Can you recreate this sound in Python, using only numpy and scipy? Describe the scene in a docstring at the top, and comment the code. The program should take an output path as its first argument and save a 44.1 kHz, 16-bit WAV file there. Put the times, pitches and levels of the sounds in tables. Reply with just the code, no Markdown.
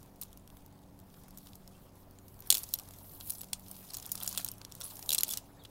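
"""Costume jewelry clicks and rattles close up as fingers rummage through it outdoors.
Beads and links knock together with a crack and a brief ring, thin charms tink, heavier pieces
bump on the cloth and chains hiss as they slide. A dull rustle and street wash grows toward the end.
Behind it all a distant engine hums over the steady street, and a bird chirps twice."""
import sys
import numpy as np
from scipy import signal
from scipy.io import wavfile
from scipy.ndimage import uniform_filter1d

SR = 44100
rng = np.random.default_rng(int(sys.argv[2]) if len(sys.argv) > 2 else 0)


def log_audio(samples):
    """Write samples as a 16-bit WAV file to the path given in sys.argv[1]."""
    # one column per channel
    frames = np.atleast_2d(samples).T
    # limit to full scale, then quantise
    limited = np.clip(frames, -1, 1)
    pcm = np.round(limited * 32767).astype(np.int16)
    wavfile.write(sys.argv[1], SR, pcm)


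N = 251722

# the hand moving in the pile: time_s, slide_db, rattle_db
HAND_MOVES = [(0.0, -69, -65.5), (0.15, -80, -80.5), (0.24, -71, -66.5), (0.4, -84, -79.5),
              (0.56, -67, -75), (0.66, -78, -72), (0.85, -80, -78), (1.04, -75, -79.5), (1.2, -65, -68.5),
              (1.28, -81, -72), (1.46, -63, -67), (1.6, -74, -76), (1.7, -81, -68.5), (1.84, -65, -76),
              (1.92, -85, -76), (2.0, -66, -72.5), (2.08, -78, -85), (2.32, -65.5, -78), (2.41, -71, -79),
              (2.56, -44, -46.5), (2.65, -55.5, -62.5), (2.8, -63, -60.5), (2.9, -64, -66.5),
              (3.12, -54, -66), (3.2, -59, -66.5), (3.28, -44.5, -58), (3.45, -66, -64), (3.54, -71.5, -72),
              (3.72, -56, -61), (3.84, -56.5, -61.5), (3.94, -64, -56.5), (4.08, -59, -62.5),
              (4.22, -70, -51), (4.4, -56, -49), (4.58, -71, -72.5), (4.73, -84, -66), (4.86, -50, -51.5),
              (4.98, -58, -66.5), (5.12, -50, -55.5), (5.2, -68, -49.5), (5.36, -66, -53),
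              (5.46, -85.5, -84.5), (5.6, -87, -92), (5.71, -75, -68.5)]


def gain_of(db):
    """Decibels to amplitude."""
    return 10 ** (np.asarray(db) / 20)


def unit_rms(x):
    """Scale to an RMS of one."""
    return x / np.sqrt(np.mean(x ** 2) + 1e-20)


def curve(rows, column):
    """One column of a timed table, drawn out to every sample."""
    rows = np.array(rows)
    return np.interp(np.arange(N) / SR, rows[:, 0], rows[:, column])


def add(mix, start_s, sound):
    """Lay a sound into the mix."""
    part = mix[round(start_s * SR):][:len(sound)]
    part += sound[:len(part)]


def filtered(x, order, edges_hz, kind):
    """Butterworth filter."""
    return signal.sosfilt(signal.butter(order, edges_hz, kind, fs=SR, output="sos"), x)


def textured_noise(spectrum, patchy_db, flicker_db, size=512):
    """Coloured noise at unit RMS, with drifting patches of tone and a flicker in overall level."""
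    hop = size // 4
    frames, hz = N // hop + 5, np.fft.rfftfreq(size, 1 / SR)
    points_hz, points_db = np.transpose(spectrum)
    colour_db = np.interp(np.log(hz + 1), np.log(points_hz + 1), points_db)
    real, imag, patches = rng.standard_normal((frames, len(hz), 3)).T
    patches = unit_rms(uniform_filter1d(uniform_filter1d(patches, size=10, axis=0), size=12, axis=1))
    flicker = unit_rms(uniform_filter1d(rng.standard_normal(frames), size=3))
    spectra = (real + 1j * imag) * gain_of(colour_db[:, None] + patchy_db * patches + flicker_db * flicker)
    return unit_rms(signal.istft(spectra, nperseg=size, noverlap=size - hop)[1][:N])


def street():
    """A steady bed of outdoor wash and microphone hiss."""
    # colour of the bed: frequency_hz, relative_db
    wash = [(12, -36), (20, 4.5), (55, 0), (96, 2), (179, -1), (237, -5), (440, -9.5), (729, -9.5),
            (1100, -16.5), (1690, -26), (4660, -32.5), (9000, -40.5), (13000, -38.5), (16500, -29)]
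    return gain_of(-59) * textured_noise(wash, patchy_db=1.2, flicker_db=0.5, size=2048)


def engine():
    """A far-off hum of shaft orders; the air on the long path makes them swell and fade."""
    # the two strongest tones: time_s, low_pitch_hz, low_level_db, eighth_order_db
    drone = [(0.0, 95.2, -66.5, -67.5), (1.76, 94.7, -65, -62), (1.83, 95.5, -67, -76),
             (2.34, 94.8, -60.5, -70.5), (2.42, 100.7, -61.5, -74), (2.78, 93.5, -64.5, -81),
             (2.89, 95.2, -59.5, -63.5), (3.19, 94.9, -59.5, -82), (3.5, 94.2, -66, -60),
             (3.85, 94.6, -70.5, -62.5), (3.97, 99.5, -60.5, -88), (4.12, 103.7, -60.5, -60),
             (4.34, 105.1, -59.5, -59.5), (4.8, 104.1, -59.5, -72), (5.18, 89, -67, -63),
             (5.71, 104.4, -62.5, -86)]
    # the weaker tones: shaft_multiple, level_db, waver_width_hz
    orders = [(1.13, -71, 3.6), (2, -69.5, 2.3), (6, -72, 1.4), (7, -72, 1.5), (9, -72, 5.2),
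              (10, -73.5, 2.9), (12, -67, 3.6), (16, -72.5, 0.98)]
    shaft_hz = 23.69
    t, hz = np.arange(N) / SR, np.fft.fftfreq(N, 1 / SR)
    low_tone = unit_rms(np.sin(2 * np.pi * np.cumsum(curve(drone, 1)) / SR))
    eighth_order = unit_rms(np.sin(2 * np.pi * 8 * shaft_hz * t))
    out = gain_of(curve(drone, 2)) * low_tone + gain_of(curve(drone, 3)) * eighth_order
    for multiple, level_db, width_hz in orders:
        white = rng.standard_normal(N) + 1j * rng.standard_normal(N)
        waver = np.fft.ifft(white * np.exp(-(hz / width_hz) ** 2))
        waver /= np.sqrt(np.mean(abs(waver) ** 2))
        tone = np.exp(2j * np.pi * multiple * shaft_hz * t)
        out += gain_of(level_db) * ((1.15 + 0.36 * waver) * tone).real
    return out


def bird():
    """Two chirps, each a pair of close pure voices gliding together."""
    # one list a chirp: time_s, lower_hz, upper_hz, level_db
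    chirps = [
        [(1.735, 2500, 2940, -78), (1.752, 2750, 3100, -69), (1.775, 2690, 3170, -78), (1.8, 2750, 3250, -83)],
        [(5.586, 3340, 4000, -89), (5.594, 3590, 4340, -64), (5.601, 3820, 4550, -62), (5.613, 3550, 4170, -65),
         (5.624, 3295, 3870, -59), (5.632, 3285, 3850, -85)],
    ]
    out = np.zeros(N)
    for chirp in chirps:
        time_s, lower_hz, upper_hz, level_db = np.transpose(chirp)
        t = np.arange(time_s[0], time_s[-1], 1 / SR)
        lower, upper = [np.sin(2 * np.pi * np.cumsum(np.interp(t, time_s, hz)) / SR)
                        for hz in (lower_hz, upper_hz)]
        add(out, time_s[0], gain_of(np.interp(t, time_s, level_db)) * (lower + 0.56 * upper))
    return out


def dull_wash():
    """Dull low-mid rustle and street wash, swelling with the rattle and growing louder toward the end."""
    # colour of the wash: frequency_hz, relative_db
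    colour = [(250, -34), (500, -3), (900, -1), (1500, -10.5), (2600, -16.5)]
    # rustle and street wash before the swell with the rattle is added: time_s, level_db
    base_level = [(0, -66), (1.5, -64.5), (2.4, -61), (3.5, -65.5), (4.4, -62), (5.2, -62), (5.45, -57.5),
                  (5.71, -57)]
    rattle_db = uniform_filter1d(curve(HAND_MOVES, 2), size=round(0.34 * SR))
    level_db = curve(base_level, 1) + 0.41 * (rattle_db + 63)
    return gain_of(level_db) * textured_noise(colour, patchy_db=4.0, flicker_db=1.5)


def strikes(crack_t60_s, freedom, favoured_hz, size=2200):
    """One row a contact: a crack of noise and the modes it sets ringing, each piece with its own mix."""
    # modes of the metal: pitch_hz, level_db, t60_s
    modes = [(2930, -17.5, 0.01), (3450, 1.5, 0.015), (4056, 1, 0.021), (4524, -3, 0.017),
             (5530, -1.5, 0.018), (6395, -7, 0.026), (7015, -7.5, 0.045), (7810, -3, 0.021),
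             (8520, 2.5, 0.016), (10085, 0.5, 0.015), (10920, -1, 0.019), (12100, -1.5, 0.023),
             (12800, -6, 0.021), (14280, -2.5, 0.03), (14210, -17, 0.017), (14800, -16.5, 0.014)]
    t = np.arange(size) / SR
    mode_hz, mode_db, mode_t60_s = np.transpose(modes)
    draws = rng.standard_normal((len(freedom), size + 3 * len(modes)))
    hiss, balance, detune, phase = np.split(draws, size + len(modes) * np.arange(3), axis=1)
    freedom, crack_t60_s = np.clip(freedom, 0, 1)[:, None], crack_t60_s[:, None]
    rise = 1 - np.exp(-(t / (0.0003 + 0.084 * crack_t60_s)) ** 2)  # longer contacts build more slowly
    pile_reflections = gain_of(-22 - 60 * t / (0.0099 + 8.1 * crack_t60_s))
    spike = 1 + 1.55 * np.exp(-((t - 0.0006) / 0.00048) ** 2)  # the hardest instant of the contact
    crack = hiss * (gain_of(-60 * t / crack_t60_s) + pile_reflections) * spike
    # the spot struck favours the modes near its own pitch and pulls them there
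    favour = np.exp(-(np.log(mode_hz / favoured_hz[:, None]) / 0.1324) ** 2)
    pitch_hz = mode_hz * (1 + 0.0033 * detune) * (1 - favour) + favoured_hz[:, None] * favour
    # a piece held in the fingers (freedom 0) is damped, a loose one (1) rings on
    ring_t60_s = mode_t60_s * (0.33 + 0.81 * freedom)
    onset_db = mode_db + 2.6 * balance + 7.5 * favour
    fade = gain_of(onset_db[..., None] - 60 * t / ring_t60_s[..., None])
    ring = (fade * np.sin(2 * np.pi * (pitch_hz[..., None] * t + phase[..., None]))).sum(1)
    ring /= abs(ring).max(1, keepdims=True)
    ring_share = 0.38 + 0.31 * freedom
    return rise * ((1 - ring_share) * crack / 2 + ring_share * ring)


def chain_rustle():
    """A chain slides with a fine smooth hiss; loose links rattle as grit and tiny ticks."""
    # colour of the rattling links: frequency_hz, relative_db
    grit_colour = [(1200, -9), (2000, -16), (3200, -3.5), (5000, -4), (6800, -5), (8300, -5.5), (11000, -4),
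                   (15700, -17), (16500, -23)]
    # colour of the sliding chain: frequency_hz, relative_db
    slide_colour = [(4000, -43), (8000, -14), (11500, -1.5), (14600, 0), (16000, -5), (16500, -23)]
    ticks_per_s, ticks_db, variants = 150, -4, 24
    tick_sounds = strikes(crack_t60_s=rng.uniform(0.002, 0.009, variants),
                          freedom=rng.uniform(0, 0.4, variants),
                          favoured_hz=rng.uniform(3000, 15000, variants))
    strength = gain_of(1.2 * np.minimum(rng.exponential(1, N), 4))
    hits = strength * (rng.random(N) < ticks_per_s / SR)
    variant = rng.integers(0, variants, N)
    ticks = sum(signal.oaconvolve(hits * (variant == k), tick)[:N] for k, tick in enumerate(tick_sounds))
    ticks = gain_of(ticks_db) * unit_rms(filtered(ticks, 2, 3500, "high"))
    rattle = textured_noise(grit_colour, patchy_db=3.5, flicker_db=5.5, size=256) + ticks
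    slide = textured_noise(slide_colour, patchy_db=1.3, flicker_db=1.3, size=256)
    return gain_of(curve(HAND_MOVES, 1)) * slide + gain_of(curve(HAND_MOVES, 2)) * rattle


def cloth_bumps():
    """Heavier pieces bump on the cloth: a short hollow tone with a puff of dull noise."""
    # the bumps: start_s, level_db, pitch_hz
    bumps = [(0.224, -52, 1100), (0.568, -53, 763), (1.139, -52, 506), (1.281, -51, 750),
             (2.524, -36.5, 778), (2.906, -50, 519), (3.042, -51, 729), (3.431, -48, 523),
             (3.529, -40, 835), (3.941, -52, 1240), (4.092, -53, 528), (4.149, -43, 1270),
             (4.223, -43, 1400), (4.245, -42, 1040), (4.274, -43.5, 694), (4.326, -48, 1080),
             (4.34, -47, 1470), (4.348, -46, 1090), (4.374, -39.5, 1320), (4.395, -35.5, 720),
             (4.461, -43.5, 880), (4.614, -54, 541), (4.81, -45, 1440), (4.991, -45.5, 890),
             (5.13, -43, 514), (5.232, -39.5, 490)]
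    attack_s, t60_s = 0.0013, 0.022
    t, out = np.arange(2000) / SR, np.zeros(N)
    puffs = filtered(rng.standard_normal((len(bumps), len(t))), 2, (500, 2500), "band")
    for (start_s, level_db, pitch_hz), puff in zip(bumps, puffs):
        body = np.sin(2 * np.pi * pitch_hz * t) + 0.67 * unit_rms(puff)
        add(out, start_s, gain_of(level_db - 60 * t / t60_s) * (1 - np.exp(-t / attack_s)) * body)
    return out


def charm_tinks():
    """Each thin charm rings on one dying tone, fluttering as it swings against its neighbours."""
    # charms hanging free: start_s, pitch_hz, level_db, t60_s
    tinks = [(2.504, 8520, -22, 0.065), (2.526, 7060, -32, 0.065), (3.382, 10830, -43, 0.065),
             (3.392, 7800, -41, 0.055), (3.4, 10830, -52, .06), (3.476, 8980, -66, .08),
             (3.533, 9000, -49, 0.089), (3.54, 4050, -57, 0.076), (4.118, 12200, -37, 0.036),
             (4.117, 6900, -36, .04), (4.487, 8620, -38.5, .04), (4.836, 10870, -39, 0.17),
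             (4.846, 10870, -41, 0.13), (5.148, 8520, -33, 0.052), (5.183, 7020, -37, .08),
             (5.291, 3450, -34, 0.025), (5.311, 3420, -31.5, 0.026)]
    t, out = np.arange(SR // 5) / SR, np.zeros(N)
    attack = 1 - np.exp(-t / 0.00074)
    for start_s, pitch_hz, level_db, t60_s in tinks:
        flutter_db = 3.5 * unit_rms(uniform_filter1d(rng.standard_normal(len(t)), size=200))
        tone = np.sin(2 * np.pi * (pitch_hz * t + rng.random()))
        add(out, start_s, gain_of(level_db + flutter_db - 60 * t / t60_s) * attack * tone)
    return out


def bead_clicks():
    """Beads and links click together; small pieces are bright, big ones dull and knock on the cloth."""
    # the contacts: start_s, peak_db, brightness_db (top band over low), crack_t60_s, favoured_hz
    contacts = [(0.0284, -43.5, 11, 0.011, 11090), (0.06, -48, 12, 0.003, 9940),
                (0.159, -48.5, 16, 0.006, 9580), (0.2129, -29, 21, 0.017, 14300),
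                (0.2195, -32, 21, 0.0028, 14530), (0.225, -32.5, 3, 0.0053, 14600),
                (0.2326, -27.5, 17.5, 0.01, 9850), (0.329, -41, 5, 0.0032, 3400),
                (0.3735, -36.5, 18, 0.0051, 12130), (0.4758, -40.5, 5, 0.0022, 12260),
                (0.5014, -43, 3, 0.004, 3450), (0.569, -44.5, 7, 0.0049, 15300),
                (0.662, -40, 17, 0.003, 14060), (0.99, -45.5, 12, 0.004, 13900),
                (1.0, -44.5, 17, 0.005, 13540), (1.1399, -50, 1, 0.017, 15310),
                (1.235, -45.5, 20, 0.01, 15500), (1.2825, -44, 21, 0.003, 14800),
                (1.307, -43, 15, 0.0035, 13390), (1.374, -34.5, 13, 0.0017, 14400),
                (1.3835, -36.5, 21, 0.01, 13000), (1.4584, -47, 12, 0.015, 13610),
                (1.4697, -37, -1, 0.01, 13480), (1.5323, -43, 1, 0.004, 3470),
                (1.5538, -40, 15, 0.004, 11430), (1.6761, -40, 4, 0.0065, 4970),
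                (1.9521, -52, 24, 0.022, 12000), (2.11, -46, 17, 0.003, 11910),
                (2.1865, -43.5, -1, 0.0062, 7100), (2.2812, -42.5, 12, 0.012, 14840),
                (2.3416, -46, 11, 0.0078, 13650), (2.391, -42, 10, 0.0055, 11860),
                (2.404, -36, 27, 0.004, 12370), (2.422, -42.5, 5.5, 0.0073, 11800),
                (2.4724, -33.5, 35, 0.003, 13950), (2.5026, -2, 0, 0.0043, 10160),
                (2.5137, -14.5, 1, 0.0047, 4260), (2.5243, -10, 5, 0.009, 14400),
                (2.543, -16.5, 5, 0.007, 4360), (2.5503, -14, 5, 0.0071, 12900),
                (2.5707, -17, 6.5, 0.0052, 8400), (2.58, -24, 14, 0.005, 12100),
                (2.589, -30, 17, 0.008, 10000), (2.6328, -24, 18, 0.0025, 11400),
                (2.637, -31, -0.5, 0.011, 6660), (2.689, -34, 18, 0.013, 6480),
                (2.7304, -41, 18, 0.0082, 13650), (2.7375, -14, 8, 0.0038, 13420),
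                (2.75, -34, 2, 0.012, 5600), (2.7573, -32, 17, 0.0067, 9900),
                (2.7871, -28, 7, 0.0066, 5560), (2.7968, -30.5, 5, 0.0061, 5670),
                (2.8335, -46, 17, 0.012, 6440), (2.8873, -37.5, 14, 0.005, 10850),
                (2.9084, -39, 11, 0.0031, 13500), (2.936, -41, 14, 0.011, 14950),
                (2.986, -38, 25, 0.003, 12800), (3.136, -39, 20, 0.003, 14100),
                (3.16, -46, 32, 0.016, 13180), (3.202, -36, 16, 0.0076, 13760),
                (3.2083, -31.5, 0, 0.01, 3930), (3.297, -24, 17, 0.006, 12200),
                (3.3022, -19.5, 14, 0.004, 9720), (3.305, -22, 24, 0.0049, 12200),
                (3.32, -36, 3, 0.012, 6370), (3.334, -35, 34, 0.017, 14250),
                (3.3824, -35, 14, 0.008, 10850), (3.409, -33, 9, 0.005, 13280),
                (3.4143, -26, 17, 0.0038, 10730), (3.4325, -37, 2, 0.013, 3190),
                (3.4422, -38, 12, 0.0078, 11000), (3.531, -18.5, 3.5, 0.011, 8950),
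                (3.5947, -42, 28, 0.01, 11740), (3.683, -36.5, 19, 0.0052, 9000),
                (3.7127, -31.5, 23, 0.0064, 8930), (3.7642, -39, 5, 0.014, 11130),
                (3.9354, -30, 9, 0.009, 12500), (3.9429, -28, 9, 0.0077, 8200),
                (3.948, -30.5, 2, 0.011, 6630), (3.9683, -25, 11, 0.005, 14730),
                (3.984, -35, 1, 0.006, 6700), (3.999, -33.5, 7, 0.0044, 6500),
                (4.0244, -35.5, 3, 0.017, 8210), (4.056, -31.5, 1, 0.0073, 6700),
                (4.0628, -28, 25, 0.0022, 9000), (4.0917, -35, 9, 0.009, 13370),
                (4.1167, -19.5, 18.5, 0.015, 14210), (4.153, -27.5, 10, 0.0099, 9860),
                (4.1766, -31.5, 3, 0.0086, 5880), (4.202, -30, 14, 0.008, 14280),
                (4.2254, -28.5, 7, 0.012, 3870), (4.232, -25, 14, 0.005, 13520),
                (4.244, -32, 16, 0.0063, 13140), (4.2622, -27, 21, 0.014, 11070),
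                (4.2758, -18.5, 9.5, 0.0085, 6940), (4.289, -27, 18, 0.012, 12770),
                (4.311, -36, 17, 0.008, 12320), (4.327, -27, 12, 0.005, 6770),
                (4.3482, -37, 4, 0.01, 10030), (4.375, -16, 6.5, 0.0065, 10620),
                (4.3788, -19, -1, 0.0046, 7760), (4.3853, -29, 14, 0.015, 9780),
                (4.3956, -34, 9, 0.021, 5730), (4.446, -16.5, 17, 0.0082, 13240),
                (4.462, -32, 9, 0.017, 4055), (4.4779, -33, -2, 0.01, 5620), (4.4862, -25, 8, 0.0066, 8580),
                (4.5149, -27.5, 21, 0.0079, 12360), (4.537, -40.5, 24, 0.01, 12470),
                (4.581, -43.5, 16, 0.011, 10640), (4.6148, -34.5, -5, 0.005, 5640),
                (4.649, -29, -6, 0.0029, 5590), (4.7152, -42, -3, 0.011, 5500),
                (4.7213, -31.5, 5, 0.003, 5560), (4.751, -34, 13, 0.0069, 12100),
                (4.8049, -31, 20, 0.003, 13400), (4.8112, -27, -3, 0.0039, 5420),
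                (4.8181, -29, 1, 0.005, 5600), (4.842, -32, 21, 0.014, 10950),
                (4.9544, -35.5, 18, 0.014, 12510), (4.9679, -35, 10, 0.007, 8820),
                (4.9922, -31, 11, 0.005, 9100), (5.026, -28.5, 3, 0.007, 5770),
                (5.06, -36, 17, 0.009, 7550), (5.091, -14.5, 2, 0.0057, 3930),
                (5.1045, -15.5, 3, 0.0033, 12360), (5.1177, -17.5, -3.5, 0.006, 3990),
                (5.127, -16.5, 6, 0.0055, 10920), (5.1313, -15.5, 9, 0.0086, 5640),
                (5.147, -12, 9, 0.0056, 10240), (5.1526, -29, 4, 0.013, 10270),
                (5.181, -18, 3, 0.0049, 5560), (5.1854, -15, 3, 0.0051, 8660),
                (5.207, -18.5, 5, 0.0048, 11200), (5.233, -10, 10.5, 0.0057, 11500),
                (5.245, -30, 2, 0.011, 6180), (5.2807, -25, 30, 0.003, 8540),
                (5.2895, -25, 9, 0.007, 13980), (5.3019, -29, 9, 0.004, 7800),
                (5.305, -23, 21, 0.004, 10750), (5.309, -23, 9, 0.009, 3400),
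                (5.3177, -27, 19, 0.0054, 13630), (5.322, -26, 13, 0.004, 10660),
                (5.326, -30, 7, 0.017, 13220), (5.3354, -22, 5, 0.012, 5560), (5.372, -20, 5, 0.011, 5530),
                (5.3796, -35, 2, 0.016, 12470), (5.6363, -45, 12, 0.015, 12100),
                (5.65, -37.5, -7, 0.0024, 3320), (5.6527, -38.5, -14, 0.011, 3410)]
    # low, middle and top bands of a click, then the knock on the cloth: low_hz, high_hz
    bands = [(2650, 5000), (5000, 9500), (9500, 16500), (400, 1600)]
    start_s, peak_db, brightness_db, crack_t60_s, favoured_hz = np.transpose(contacts)
    # harder blows throw a piece loose
    freedom = 0.18 + 0.008 * (peak_db + 34) + 0.15 * rng.standard_normal(len(contacts))
    struck = strikes(crack_t60_s, freedom, favoured_hz)
    parts = [filtered(struck, 3, band, "band") for band in bands]
    *metal_bands, knock = [part / abs(part).max(1, keepdims=True) for part in parts]
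    middle_lift_db = 7 * np.exp(-np.log(favoured_hz / 7000) ** 2 / 0.082)  # for pieces that ring there
    colour_db = [-brightness_db / 2, 0.094 * brightness_db + middle_lift_db, brightness_db / 2]
    metal = sum(band * gain_of(db)[:, None] for band, db in zip(metal_bands, colour_db))
    to_peak = gain_of(peak_db) / abs(metal).max(1)
    low_band_db = 20 * np.log10(to_peak) + colour_db[0]
    knock_db = -50 + 0.61 * (low_band_db + 33.5)
    clicks = to_peak[:, None] * metal + gain_of(knock_db)[:, None] * knock
    out = np.zeros(N)
    for at_s, click in zip(start_s, clicks):
        add(out, at_s, click)
    return out


def scene():
    """The jewelry up front and the outdoors behind it, in mono."""
    jewelry = bead_clicks() + charm_tinks() + cloth_bumps() + chain_rustle()
    return (jewelry + dull_wash() + street() + engine() + bird())[None]


def record(dry):
    """The highest treble drops steeply above a knee and is cut off a little higher."""
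    knee_hz, cutoff_hz = 15780, 16950
    gains = [1, 1, gain_of(-31), gain_of(-70)]
    rolloff = signal.firwin2(401, [0, knee_hz, knee_hz + 200, SR / 2], gains, fs=SR)
    band_limit = signal.firwin(511, cutoff_hz, window=("kaiser", 9), fs=SR)
    dulled = signal.oaconvolve(dry, rolloff[None], "same")
    return signal.oaconvolve(dulled, band_limit[None], "same")


dry = scene()
out = record(dry)
log_audio(out)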